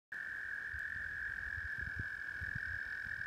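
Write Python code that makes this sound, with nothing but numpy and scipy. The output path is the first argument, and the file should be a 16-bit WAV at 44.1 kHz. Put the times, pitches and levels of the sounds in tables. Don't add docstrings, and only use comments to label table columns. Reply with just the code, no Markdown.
import sys
import numpy as np
from scipy import signal
from scipy.fft import rfft, irfft
from scipy.io import wavfile
from scipy.ndimage import uniform_filter1d

SR = 44100
rng = np.random.default_rng(int(sys.argv[2]) if len(sys.argv) > 2 else 0)


def bounce(signal):
    frames = np.transpose(np.atleast_2d(signal))
    limited = np.clip(frames, -1, 1)
    pcm = np.round(limited * 32767).astype(np.int16)
    wavfile.write(sys.argv[1], SR, pcm)


def gain_from_db(level_db):
    decades = np.asarray(level_db, float) / 20
    return 10 ** decades


N = 143766


def rms_one(x):
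    return x / np.sqrt(np.mean(x ** 2) + 1e-20)


def in_time(rows):
    s, value = np.transpose(rows)
    return np.interp(np.arange(N) / SR, s, value)


def drift(rate):
    hop = 40
    r = np.exp(-2 * np.pi * rate * hop / SR)
    slow = signal.lfilter([1], [1, -2 * r, r * r], rng.standard_normal(N // hop + 2002))[2000:]
    return np.interp(np.arange(N) / hop, np.arange(len(slow)), rms_one(slow))


def band_pass(x, order, low, high):
    return signal.sosfilt(signal.butter(order, [low, high], "band", fs=SR, output="sos"), x)


def wavelet(s, db, hz, width, fall=0., rise=1.):
    t = np.arange(N) / SR - s
    bell = np.exp(-(t / np.where(t < 0, rise * width, width)) ** 2)
    glide = 1 - fall * np.clip(t / width, -3, 3) / 2
    return gain_from_db(db) * bell * np.cos(2 * np.pi * hz * t * glide)


def bump(x):
    rise, fall = .17, .24
    return np.exp(-(x / np.where(x < 0, rise, fall)) ** 2) * np.cos(np.pi * np.clip(x, -.5, .5))


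def trill(beats, hz, fall, half_db, whole_db):
    # multiple of the main pitch, level/dB
    overtones = [(1.5, -16.5), (2, -26), (2.5, -28.5), (3, -28), (3.5, -23), (4, -43)]
    # t/s, change of the top overtones/dB
    facing = [(.12, -6), (1.1, -4), (1.65, 0), (2.3, -1), (2.6, 2), (3.26, 2)]
    pulse_db, pulse_pitch = 1.0, .006
    overtone_lag, overtone_sharp = .05, 1.9

    k = np.round(beats).astype(int)
    x = beats - k
    draw = rng.standard_normal((200, 3))[k]
    pitch = hz * (1 + pulse_pitch * draw[:, 1] - fall * np.abs(x + 0.14))
    phase = 2 * np.pi * np.cumsum(pitch) / SR + 9 * draw[:, 2]

    top_db = in_time(facing)
    upper = 0
    for m, db in overtones:
        kind_db = half_db if m % 1 else whole_db
        upper = upper + gain_from_db(db + kind_db + top_db * (m > 2)) * np.sin(m * phase)
    pulses = bump(x) * np.sin(phase) + bump(x - overtone_lag) ** overtone_sharp * upper
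    return gain_from_db(pulse_db * draw[:, 0]) * pulses


def near_toads():
    # t/s, pace/pulses per s
    near_pace = [(.12, 43.27), (.7, 42.9), (1.3, 42.67), (1.9, 41.96), (2.3, 41.81), (2.7, 40.93),
                 (3.26, 41.8)]
    high_pace = [(.12, 48.94), (.6, 49.28), (1.2, 47.42), (1.8, 49.05)]
    late_pace = [(2.3, 46.59), (2.7, 45.3), (3.26, 44.64)]
    quick_pace = [(.12, 46.77), (1., 42.93), (2., 43.53), (2.6, 43.76), (3.26, 41.86)]
    slow_pace = [(.12, 41.91), (1., 41.23), (2., 40.82), (3.26, 39.6)]
    deep_pace = [(.12, 40.), (2.2, 40.5), (3.26, 41.8)]
    paces = [near_pace, high_pace, late_pace, quick_pace, slow_pace, deep_pace]
    phases = [.39, .66, .08, .82, .48, .3]
    # f/Hz, peak level/dB, half-step overtones/dB, whole overtones/dB, fall in a pulse [0-1]
    singers = [
        (1547, -45, 3, 0.5, .13),
        (1790.5, -41.5, -50, -8, .05),
        (1795, -41.5, -34, -24, .05),
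        (1684, -39, -18, -6.5, 0.2),
        (1691, -40, -56, -7.5, 0),
        (1380, -58, -41, 3, 0.02),
    ]
    swell_s, stop_s = .2, .025
    t, out = np.arange(N) / SR, 0
    for pace, phase, (hz, db, half_db, whole_db, fall) in zip(paces, phases, singers):
        start, end = pace[0][0], pace[-1][0]
        beats = phase + np.cumsum(in_time(pace) * (t >= start)) / SR
        already_singing = start < .2
        swell = np.clip((t - start) / swell_s + already_singing, 0, 1)
        swell = swell * np.clip((end - t) / stop_s + 1, 0, 1)
        out = out + gain_from_db(db + drift(0.5)) * swell * trill(beats, hz, fall, half_db, whole_db)
    return out


def far_toads():
    # f/Hz, pace/pulses per s, peak level/dB
    far = [(1556, 44.5, -47.5), (1587, 51., -44), (1744, 41, -46)]
    out = 0
    for hz, rate, db in far:
        beats = rng.random() + np.cumsum(rate + 0.866 * drift(0.518)) / SR
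        out = out + gain_from_db(db + 0.83 * drift(1.0)) * trill(beats, hz, 0.044, -30, -9.5)
    return out


def tree_echo(song):
    echo_db, t60_s, cut_hz = -8.5, .3, 2000
    half = SR // 2
    lag = np.arange(half) / SR
    tail = rng.standard_normal(half) * gain_from_db(-60 * lag / t60_s) * (lag > .012)
    tail = tail / np.sqrt(np.sum(tail ** 2))
    echo = signal.fftconvolve(np.r_[song[SR:SR + half], song], tail)[half:half + N]
    return gain_from_db(echo_db) * signal.sosfilt(signal.butter(1, cut_hz, fs=SR, output="sos"), echo)


def toads():
    song = near_toads() + far_toads()
    return song + tree_echo(song)


def banded_noise(spectrum, patchy_db):
    hz, db = np.transpose(spectrum)
    together = drift(4.7)
    white = rng.standard_normal((2, N))
    edges = hz[0] * 2 ** np.arange(0, np.log2(hz[-1] / hz[0]) + 1 / 3, 1 / 3)
    out = 0
    for k, (low, high) in enumerate(zip(edges, edges[1:])):
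        band = band_pass(white[k % 2], 2, low, high)
        band_db = np.interp(np.log(low * high) / 2, np.log(hz), db)
        flicker_db = patchy_db * (together + 0.47 * drift(19))
        out = out + band * gain_from_db(band_db + flicker_db)
    return rms_one(out)


def air():
    # f/Hz, level/dB per Hz
    murmur = [(88, -26), (150, -2), (578, -8), (861, -8), (1250, -5), (1620, -2), (2750, -120)]
    return gain_from_db(-63) * banded_noise(murmur, patchy_db=1.0)


def leaves():
    # f/Hz, level/dB per Hz
    hiss = [(2100, 6), (3000, -0.5), (4200, -1), (5600, -5), (7000, -6.5), (10000, -10.5), (15000, -14)]
    return gain_from_db(-70) * banded_noise(hiss, patchy_db=.5)


def wind():
    # t/s, level/dB
    gust = [(.13, -68), (.7, -68), (1., -60), (1.4, -60), (1.72, -68), (1.9, -60), (2.13, -61), (2.24, -70),
            (2.36, -63), (2.55, -57), (2.63, -64), (2.75, -59), (2.82, -70), (2.95, -59), (3.01, -70),
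            (3.12, -57), (3.25, -60)]
    # t/s, peak level/dB, f/Hz
    buffets = [(2.433, -50, 90), (0.745, -40.5, 76), (0.773, -46.5, 75), (.962, -50.5, 81),
               (1.005, -51, 53.4), (1.058, -49, 65), (1.111, -56, 81), (1.21, -52, 61.7),
               (1.282, -51, 54.7), (1.346, -50.5, 54), (1.40, -52, 70), (1.467, -42.5, 56),
               (1.54, -47.5, 70), (1.58, -38.5, 81), (1.65, -39.5, 71.4), (1.787, -42.5, 111),
               (1.826, -40, 70), (1.871, -47, 79.4), (1.971, -42, 81), (2.002, -37.5, 93),
               (2.419, -39.5, 85), (2.483, -38.5, 75), (2.56, -39, 114), (2.679, -47, 70), (2.707, -42, 83),
               (2.74, -42.5, 85), (2.768, -47, 79.6), (2.868, -50.5, 66), (3.108, -50, 80), (3.19, -60, 90)]
    # t/s, peak level/dB, width/s
    slaps = [(2.482, -49, 0.0018), (3.067, -42, 0.0029), (3.201, -45.5, 0.0024), (0.962, -46.5, 0.0017),
             (1.296, -53, 0.0015), (1.782, -51, 0.001), (1.813, -44.5, 0.0008), (1.874, -36, 0.0036),
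             (1.9971, -31, 0.0012), (2.431, -38.5, 0.0034), (2.56, -35, 0.0024), (1.111, -52, 0.0017)]
    rumble_top_hz, lump_db = 70 * 1.514, 3
    low = band_pass(rng.standard_normal(N + SR), 2, 35, rumble_top_hz)[SR:]
    out = gain_from_db(in_time(gust) + lump_db * drift(13)) * rms_one(low)
    for s, db, hz in buffets:
        out = out + wavelet(s, db, hz, .95 / hz, rise=.7)
    for s, db, width in slaps:
        push = -1 if 1.9 < s < 2.1 else 1
        out = out + push * wavelet(s, db, 101, width)
    return out


def knock():
    start_s, decay_s = .1435, .0003
    t = np.arange(N) / SR - start_s
    return gain_from_db(-41) * (t >= 0) * np.exp(-np.maximum(t, 0) / decay_s)


def bird():
    # t/s, peak level/dB
    chips = [
        (0.2004, -67),
        (0.2249, -68),
        (0.7357, -64),
        (0.8759, -68),
        (0.9448, -64),
        (1.0344, -65),
        (1.5744, -72),
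        (2.195, -63),
        (2.8944, -64),
        (2.9233, -65),
    ]
    chip_hz, chip_s, chip_fall = 4680, .0035, .015
    return sum(wavelet(s + chip_s, db - 1.5, chip_hz, chip_s, chip_fall) for s, db in chips)


def ticks():
    # t/s, snap level/dB, body level relative to the snap/dB
    clicks = [
        (0.5467, -64, -6),
        (0.7923, -67, 19.5),
        (0.896, -59, -13),
        (1.72, -59.5, -3),
        (2.144, -64, -6),
        (2.4229, -63, -10),
        (2.4683, -66, -4),
        (2.754, -67, 6),
        (3.2171, -72, -3),
    ]
    decay_s = .0008
    t, white, out = np.arange(N) / SR, rng.standard_normal(N), 0
    bright = rms_one(band_pass(white, 2, 5500, 14000))
    body = rms_one(band_pass(white, 1, 500, 4500))
    for s, db, rel_db in clicks:
        fade = (t >= s) * np.exp(-np.maximum(t - s, 0) / decay_s)
        out = out + gain_from_db(db) * (fade * bright + gain_from_db(rel_db) * fade ** 0.97 * body)
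    return out


def scene():
    around = toads() + air() + leaves() + wind() + knock() + bird() + ticks()
    return around[None]


def roll_off(x):
    return signal.sosfilt(signal.butter(12, 15250, fs=SR, output="sos"), x)


def record(dry):
    start_s, rumble_cut_hz, top_hz = .1195, 40, 15300
    notch_hz, notch_width_hz, notch_share = 2015, 110, .55
    x = signal.sosfilt(signal.butter(2, rumble_cut_hz, "high", fs=SR, output="sos"), dry)
    hz = np.fft.rfftfreq(N, 1 / SR)
    x = irfft(rfft(x) * (hz < top_hz), N)
    band = irfft(rfft(x) * np.exp(-(2 * (hz - notch_hz) / notch_width_hz) ** 6), N)
    dropped = uniform_filter1d(1. * (drift(5) > 1 - 3 * notch_share), size=1000)
    opened = np.arange(N) / SR >= start_s
    return roll_off((x - dropped * band) * opened)


dry = scene()
out = record(dry)
bounce(out)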